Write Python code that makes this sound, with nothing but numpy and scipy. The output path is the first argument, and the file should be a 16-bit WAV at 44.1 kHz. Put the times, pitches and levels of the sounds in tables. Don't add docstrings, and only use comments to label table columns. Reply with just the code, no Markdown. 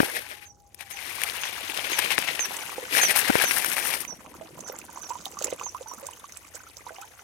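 import sys
import numpy as np
from scipy import signal
from scipy.fft import rfft, irfft
from scipy.io import wavfile
from scipy.ndimage import uniform_filter1d

SR = 44100
rng = np.random.default_rng(int(sys.argv[2]) if len(sys.argv) > 2 else 0)


def to_wav(sig):
    pcm = np.clip(np.atleast_2d(sig), -1, 1) * 32767
    pcm = np.round(pcm).astype(np.int16)
    wavfile.write(sys.argv[1], SR, pcm.T)


N = 318843
T = np.arange(N) / SR

# freq_hz, gain_db
RASP_EQ = [(71, -53), (120, -18.5), (594, -10.5), (874, -4.5), (1290, -8), (1650, -2.5), (2300, -0.5),
           (3960, -7), (6000, -12.5), (8000, -18.5), (10400, -68)]
# freq_hz, gain_db
SKIN_EQ = [(300, -12), (700, 1), (2200, -17), (3900, -10), (6600, 2.5), (9500, -25), (16000, -15)]


def undb(db):
    return 10 ** (np.asarray(db) / 20)


def unit(x):
    return x / np.sqrt(np.mean(x ** 2))


def steady(x):
    return x / np.sqrt(np.abs(uniform_filter1d(x ** 2, SR // 10)) + 1e-6)


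def curves(rows):
    time_s, *columns = np.transpose(rows)
    return [np.interp(T, time_s, c) for c in columns]


def sides(pan_db):
    left = 2 / (1 + undb(-pan_db))
    return np.array([left, 2 - left]).reshape(2, -1)


def add(out, start_s, x):
    i = max(int(start_s * SR), 0)
    out[..., i:i + x.shape[-1]] += x[..., :max(N - i, 0)]


def colour(x, eq, size=4096):
    hz, db = np.transpose(eq)
    bins_hz = np.maximum(np.arange(size // 2 + 1) * SR / size, 1)
    cepstrum = irfft(np.log(undb(np.interp(np.log(bins_hz), np.log(hz), db))))
    cepstrum[1:size // 2] *= 2
    cepstrum[size // 2 + 1:] = 0
    impulse = irfft(np.exp(rfft(cepstrum)))
    impulse = impulse.reshape((1,) * (x.ndim - 1) + (-1,)) / np.linalg.norm(impulse)
    return signal.fftconvolve(x, impulse, axes=-1)[..., :x.shape[-1]]


def walk(rate_hz):
    knots = rng.standard_normal(8192)
    return unit(np.interp(T * rate_hz, np.arange(len(knots)), knots))


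def scatter(x, t60_s, size=16384):
    tail = rng.standard_normal((2, size)) * undb(-60 * np.arange(size) / SR / t60_s)
    tail /= np.linalg.norm(tail, axis=1, keepdims=True)
    return signal.fftconvolve(np.atleast_2d(x), tail, axes=1)[:, :N]


def strokes(rows, attack):
    return sum(undb(db) * np.sqrt(np.interp(T, [s, s + attack * length_s, s + length_s], [0, 1, 0]))
               for s, length_s, db in rows)


def crackle(rate_hz, spread_db, bunch_db, bunch_hz):
    size = undb(spread_db * np.minimum(rng.exponential(size=N), 5))
    clicks = (rng.random(N) < rate_hz / SR) * size * rng.choice([-1, 1], N)
    return steady(clicks * undb(bunch_db * walk(bunch_hz)))


def grains(centre_hz, spread_oct, cycles, rise, spread_db, count):
    onset = rng.integers(0, N, count)
    pitch, life, size = rng.standard_normal((3, count))
    hz = np.clip(np.broadcast_to(centre_hz, N)[onset] * 2 ** (spread_oct * pitch), 130, 14000)
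    samples = (cycles * np.exp(.5 * life) * SR / hz).astype(int) + 2
    grain = np.repeat(np.arange(count), samples)
    age = np.arange(len(grain)) - (np.cumsum(samples) - samples)[grain]
    u = age / samples[grain]
    ring = u * (1 - u) ** 3 * np.sin(2 * np.pi * hz[grain] * age / SR * (1 + rise * u / 2))
    gain = undb(spread_db * np.minimum(size, 2)) / np.sqrt(samples)
    return unit(np.bincount(onset[grain] + age, ring * gain[grain], N)[:N])


def burst(decay_s, tail_db, tail_s, eq, rise_s=0.0002, size=2048):
    t = T[:size]
    envelope = (1 - np.exp(-t / rise_s)) * (np.exp(-t / decay_s) + undb(tail_db) * np.exp(-t / tail_s))
    x = colour(rng.standard_normal(size) * envelope, eq)
    return x / np.abs(x).max()


def ping(hz, decay_cycles):
    turns = hz * T[:2048]
    x = np.sin(2 * np.pi * turns) * np.exp(-turns / decay_cycles) * (1 - np.exp(-2 * turns))
    return x / np.abs(x).max()


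def stick_slip(snaps, jerk_db=-7, jerk_s=0.012):
    speed = undb(2.2 * walk(110))
    for start_s, *_ in snaps:
        add(speed, start_s, undb(jerk_db) * np.exp(-T[:SR // 10] / jerk_s))
    return steady(speed)


def bumps(decay_cycles=0.77, lag_s=0.001283):
    # start_s, level_db, pitch_hz
    knocks = [(0.002, -7.5, 286), (0.03, -16, 380), (1.788, -23, 810), (2.184, -20, 338), (3.297, -13, 238),
              (3.301, -11, 314), (3.354, -9, 440), (3.44, -17, 550)]
    clack_eq = [(150, -25), (600, 3), (1600, -1.5), (5000, -28)]
    out, t = np.zeros(N), T[:2048]
    for start_s, db, hz in knocks:
        thud = np.sin(2 * np.pi * hz * t) * np.exp(-hz * t / decay_cycles) * (1 - np.exp(-4 * hz * t))
        clack = burst(decay_s=0.0026, tail_db=-43, tail_s=0.0053, eq=clack_eq)
        add(out, start_s, undb(db + 7.5) * thud + undb(db) * clack)
    out = signal.sosfilt(signal.butter(2, 80, "high", fs=SR, output="sos"), out)
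    return np.array([out, np.interp(T - lag_s, T, out)]) * sides(pan_db=7)


def mesh():
    # time_s, level_db
    drag = [(0, -33), (0.16, -42), (0.47, -55.5), (0.53, -101), (0.72, -73.5), (0.87, -54.5), (1.02, -42),
            (1.25, -38), (1.57, -41), (2.05, -31.5), (2.35, -37.5), (2.88, -47), (2.96, -30.5), (3.4, -30),
            (3.7, -36.5), (3.95, -34), (4.04, -50.5), (4.11, -62.5)]
    # time_s, hiss_offset_db, pan_db, hollow_hz
    contact = [(0, 0, 13.5, 2000), (0.55, -4.5, 25.5, 2150), (1.25, -1.5, 31.5, 2420),
               (1.6, -4.5, 25.5, 2780), (2.2, -6, 24.5, 2340), (2.6, -0.5, 17.5, 2500), (3.2, -5, 22, 1930),
               (3.9, 2, 21.5, 1960)]
    # start_s, length_s, rasp_db, hiss_db
    tugs = [(0.131, 0.069, -34.5, -35.5), (0.295, 0.054, -42, -48), (0.787, 0.055, -44, -48.5),
            (0.895, 0.033, -42.5, -41.5), (0.961, 0.051, -41.5, -57), (1.426, 0.08, -37, -63),
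            (1.962, 0.081, -31.5, -34.5), (2.111, 0.05, -28.5, -32), (2.264, 0.053, -31, -52),
            (2.91, 0.16, -26.5, -27.5), (3.074, 0.059, -30.5, -26.5), (3.155, 0.069, -32, -22.5),
            (3.399, 0.053, -27.5, -27.5), (3.475, 0.17, -50, -28), (3.635, 0.19, -39, -31.5),
            (3.86, 0.027, -33, -24), (4, 0.025, -59, -30)]
    # start_s, crack_db, spray_db
    snaps = [(0.7453, -41, -29.5), (0.8084, -29.5, -31), (1.217, -17.5, -20), (1.2354, -14, -15.5),
             (1.2883, -17.5, -42), (1.353, -40, -41), (1.435, -16, -44), (1.775, -14, -30),
             (1.93, -18, -30), (2.105, -14, -30), (2.1805, -7, -27), (2.188, -19, -10.5),
             (2.2763, -23, -38), (2.393, -13, -38), (2.97, -10, -32), (2.9805, -14, -33), (3.032, -18, -17),
             (3.0837, -14, -26), (3.1538, -18, -25), (3.161, -26, -10), (3.399, -10, -34),
             (3.4388, -11.5, -28), (3.5103, -9.5, -19), (3.565, -18, -24), (3.571, -15, -29),
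             (3.646, -13, -13), (3.7672, -17, -35), (3.782, -15, -27), (3.938, -14.5, -32)]
    # freq_hz, gain_db
    hiss_eq = [(4000, -22.5), (5500, -10), (7500, -17.5), (8700, -4.5), (11500, -6.5), (14000, -10),
               (16000, -23.5)]
    # freq_hz, gain_db
    shielded_eq = [(100, 7.5), (350, 23.5), (700, 14), (1500, -3.5), (3000, -1.5), (6000, -21),
                   (16000, -56)]
    drag_db, = curves(drag)
    hiss_offset_db, pan_db, hollow_hz = curves(contact)
    slip = stick_slip(snaps)
    tug_rasp = strokes([(s, length_s, db) for s, length_s, db, _ in tugs], attack=0.37)
    tug_hiss = strokes([(s, length_s, db) for s, length_s, _, db in tugs], attack=0.36)
    pull = np.hypot(undb(drag_db), tug_rasp) * slip
    spatter = np.hypot(undb(drag_db + hiss_offset_db), tug_hiss) * slip
    rasp = colour(crackle(rate_hz=5000, spread_db=2, bunch_db=0.5, bunch_hz=150), RASP_EQ)
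    plucks = steady(grains(hollow_hz, spread_oct=0.27, cycles=7, rise=0.05, spread_db=7.5, count=3000))
    hiss = colour(crackle(rate_hz=7900, spread_db=2.5, bunch_db=1.5, bunch_hz=190), hiss_eq)
    near = (undb(0.5) * rasp + undb(-3.5) * plucks) * pull + hiss * spatter
    for start_s, crack_db, spray_db in snaps:
        crack = burst(decay_s=0.0006, tail_db=-15, tail_s=0.003, eq=RASP_EQ)
        spray = burst(decay_s=0.0006, tail_db=-12, tail_s=0.004, eq=hiss_eq)
        ring = ping(hollow_hz[int(start_s * SR)] * 2 ** rng.normal(0, 0.21), decay_cycles=1.7)
        add(near, start_s, undb(crack_db - 3.5) * (crack + ring) + undb(spray_db) * spray)
    through, around = scatter(near, t60_s=0.0057)
    shift_rad = np.pi * walk(12)
    far = colour(through * np.cos(shift_rad) + around * np.sin(shift_rad), shielded_eq)
    return np.array([near, undb(9.5) * far]) * sides(pan_db)


def air(level_db=-60.5):
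    # freq_hz, gain_db
    air_eq = [(25, -35), (50, -8), (85, 0), (150, -13), (800, -19), (1300, -37), (3500, -45), (6800, -33),
              (9000, -39), (16000, -47)]
    noise = rng.standard_normal(N) + 0.8 * rng.standard_normal((2, N))
    swell = undb(0.8 * walk(5))
    return unit(colour(noise, air_eq)) * undb(level_db) * swell


def far_call(pitch_hz=842, sag_hz_per_s=62):
    # time_s, level_db
    contour = [(0.15, -80), (0.25, -58), (0.72, -64.5), (0.87, -54), (0.905, -72), (0.95, -48), (1.1, -60)]
    db, = curves(contour)
    start_s, end_s = contour[0][0], contour[-1][0]
    hz = (pitch_hz - sag_hz_per_s * (T - start_s)) * (1 + 0.013 * walk(90.5))
    envelope = undb(db - 1 + 2.5 * walk(34.4)) * (T > start_s) * (T < end_s)
    note = envelope * np.sin(2 * np.pi * np.cumsum(hz) / SR)
    return note + scatter(note, t60_s=0.32) / 2


def bird(length_s=0.068, end_hz=5606, bend=1.15, fade_db=7, waver_hz=60):
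    # start_s, start_hz, level_db
    chirps = [(0.453, 6530, -49.5), (0.915, 6460, -44), (1.412, 6590, -36), (1.918, 6600, -31),
              (2.393, 6540, -26.5), (3.012, 6500, -23.5), (3.448, 6290, -29), (4.076, 6120, -36),
              (4.642, 6160, -44), (5.012, 6200, -41.5), (5.633, 6770, -34.5), (5.874, 6010, -43)]
    out, u = np.zeros(N), np.linspace(0, 1, int(length_s * SR))
    envelope = np.minimum(u / 0.055, 1) * np.minimum((1 - u) / 0.1, 1) * undb(-fade_db * u)
    drift_hz = waver_hz * walk(400)
    for start_s, start_hz, db in chirps:
        hz = start_hz + (end_hz - start_hz) * u ** bend + drift_hz[int(start_s * SR):][:len(u)]
        add(out, start_s, undb(db) * envelope * np.sin(2 * np.pi * np.cumsum(hz) / SR))
    out *= undb(3.3 * walk(150))
    return out * sides(pan_db=-31) + undb(-6) * scatter(out, t60_s=0.18)


def basket():
    # time_s, level_db
    handling = [(0.6, -97), (1.7, -60), (4.4, -52), (5.5, -60), (7.2, -78)]
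    db, = curves(handling)
    rub = undb(db) * grains(372, spread_oct=0.753, cycles=3.7, rise=0.34, spread_db=6, count=2500)
    return rub + undb(-1) * scatter(rub, t60_s=0.051)


def wriggling(gurgle_hz=1054, gurgle_rise_oct=1.02):
    # time_s, crackle_db, squelch_db
    stir = [(0.72, -71.5, -73), (1.2, -54, -44), (3.9, -51.5, -43), (4.14, -63.5, -52), (4.5, -64.5, -52.5),
            (5.1, -51, -49.5), (6.1, -58.5, -54.5), (7.2, -62.5, -54)]
    # start_s, length_s, level_db
    wriggles = [(4.66, 0.11, -43.5), (4.94, 0.22, -50.5), (5.39, 0.17, -42), (5.58, 0.077, -44.5),
                (5.9, 0.31, -50), (6.54, 0.059, -46.5), (6.85, 0.23, -54)]
    crackle_db, squelch_db = curves(stir)
    effort = strokes(wriggles, attack=0.14)
    ramps = [np.interp(T, [s, s + length_s], [0, 1], right=0) for s, length_s, _ in wriggles]
    cavity_hz = gurgle_hz * 2 ** (gurgle_rise_oct * np.max(ramps, axis=0))
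    twitch = steady(undb(3.2 * walk(55)))
    ticks = colour(crackle(rate_hz=900, spread_db=3.5, bunch_db=4, bunch_hz=40), SKIN_EQ)
    fizz = steady(grains(6660, spread_oct=0.16, cycles=17, rise=0.16, spread_db=10, count=2000))
    glints = steady(grains(8000, spread_oct=0.65, cycles=5, rise=0.1, spread_db=9, count=1300))
    slime = steady(grains(1150, spread_oct=0.75, cycles=4.5, rise=0.14, spread_db=8.5, count=3500))
    gurgles = steady(grains(cavity_hz, spread_oct=0.5, cycles=11, rise=0.4, spread_db=5, count=1100))
    smacks = steady(grains(603, spread_oct=0.47, cycles=5.4, rise=0.25, spread_db=9.5, count=1500))
    sticky_gain = np.hypot(undb(crackle_db), undb(-4.5) * effort)
    sticky = (undb(-2.5) * (ticks + glints) + undb(-3) * fizz) * sticky_gain
    squelch = slime * undb(squelch_db - 3.5) + (undb(-1.5) * gurgles + undb(-4) * smacks) * effort
    return (sticky + squelch) * twitch


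def cavity_pop(start_hz, rise_oct, glide_s, ring_db=-2, pop_s=0.003, onset_s=0.0006):
    u = np.linspace(0, 2, int(2 * glide_s * SR))
    t = u * glide_s
    decay = np.exp(-t / pop_s) + undb(ring_db) * np.exp(-1.5 * u)
    envelope = (1 - np.exp(-t / onset_s)) * decay * (2 - u)
    wobble = 1 + 0.35 * uniform_filter1d(rng.standard_normal(len(u)), size=64)
    hz = start_hz * 2 ** (rise_oct * u) * wobble
    return envelope / envelope.max() * np.sin(2 * np.pi * np.cumsum(hz) / SR)


def tail_flicks():
    # click_s, level_db, pitch_hz
    flicks = [(2.5672, -20.5, 7700), (4.0506, -24.5, 2210), (4.5918, -34, 7160), (4.6072, -25.5, 6860),
              (4.6876, -29.5, 6130), (4.7878, -24, 7570), (5.0951, -27, 7030), (5.2554, -22, 3380),
              (5.389, -24.5, 6460), (5.4236, -22, 6600), (5.4439, -11.5, 6720), (5.504, -30, 7500),
              (5.5972, -28, 2530), (5.9372, -30.5, 7300), (6.068, -22, 7500), (6.3227, -30.5, 5700),
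              (6.3717, -27, 8060), (6.555, -26.5, 7140), (6.7692, -31, 5800), (7.0152, -30, 7300)]
    out = np.zeros(N)
    for click_s, db, hz in flicks:
        click_eq = [(hz / 8, -12), (hz * 0.56, -14), (hz, 0), (hz * 1.9, -11)]
        click = burst(decay_s=0.0004, tail_db=-8, tail_s=0.002, eq=click_eq)
        add(out, click_s, undb(db - 1) * click)
        add(out, click_s, undb(db - 5.5) * cavity_pop(hz * 0.93, rise_oct=0.2, glide_s=0.00153))
        lead_in = burst(decay_s=0.002, tail_db=-25, tail_s=0.0087, eq=SKIN_EQ, size=512)[::-1]
        add(out, click_s - len(lead_in) / SR, undb(db - 10) * lead_in)
    return out


def air_pockets():
    # start_s, start_hz, glide_s, level_db
    pockets = [(2.782, 500, 0.016, -27.5), (2.827, 482, 0.031, -35.5), (4.128, 660, 0.0027, -33),
               (4.411, 640, 0.052, -32.5), (4.59, 600, 0.0077, -34), (4.698, 574, 0.0047, -28),
               (4.72, 1560, 0.0044, -36), (4.814, 2000, 0.0066, -38.5), (4.973, 900, 0.0088, -34),
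               (5.104, 905, 0.041, -26), (5.154, 893, 0.026, -30), (5.264, 730, 0.022, -33.5),
               (5.37, 1054, 0.026, -35.5), (5.414, 570, 0.006, -22.5), (5.442, 1520, 0.0042, -35),
               (5.461, 540, 0.013, -31.5), (5.481, 557, 0.011, -29), (5.526, 552, 0.0098, -21.5),
               (5.612, 1010, 0.009, -29), (5.664, 910, 0.0087, -32), (5.747, 987, 0.032, -28.5),
               (5.809, 520, 0.015, -31), (5.859, 860, 0.062, -38.5), (5.913, 975, 0.026, -31.5),
               (6.028, 567, 0.067, -37), (6.087, 900, 0.0063, -33.5), (6.241, 964, 0.013, -32.5),
               (6.565, 1500, 0.016, -38), (6.603, 1320, 0.014, -39), (6.666, 1216, 0.022, -42.5),
               (6.807, 1700, 0.0073, -40.5), (6.866, 875, 0.013, -35), (6.893, 1420, 0.0058, -35),
               (6.906, 634, 0.061, -37.5), (6.984, 757, 0.075, -36.5), (7.023, 1256, 0.025, -34.5),
               (7.192, 1320, 0.011, -40)]
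    # start_hz, rise_oct
    rises = [(650, 0.094), (1150, 0.58)]
    out = np.zeros(N)
    for start_s, hz, glide_s, db in pockets:
        rise_oct = np.interp(hz, *np.transpose(rises))
        add(out, start_s, undb(db) * cavity_pop(hz, rise_oct, glide_s))
        tear = burst(decay_s=0.0012, tail_db=-17, tail_s=0.006, eq=RASP_EQ)
        add(out, start_s, undb(db - 12) * tear)
    return out * undb(2.2 * walk(400))


def fish():
    wet = wriggling() + air_pockets()
    flicks = tail_flicks()
    direct = wet * sides(pan_db=-9) + flicks * sides(pan_db=-19)
    return direct + undb(-2) * scatter(wet + flicks, t60_s=0.048)


def scene():
    return mesh() + bumps() + basket() + fish() + bird() + far_call() + air()


def record(dry):
    cutoff_hz = 16200
    lowpass = signal.ellip(10, 0.2, 90, cutoff_hz, fs=SR, output="sos")
    return signal.sosfilt(lowpass, np.clip(dry, -1, 1))


dry = scene()
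out = record(dry)
to_wav(out)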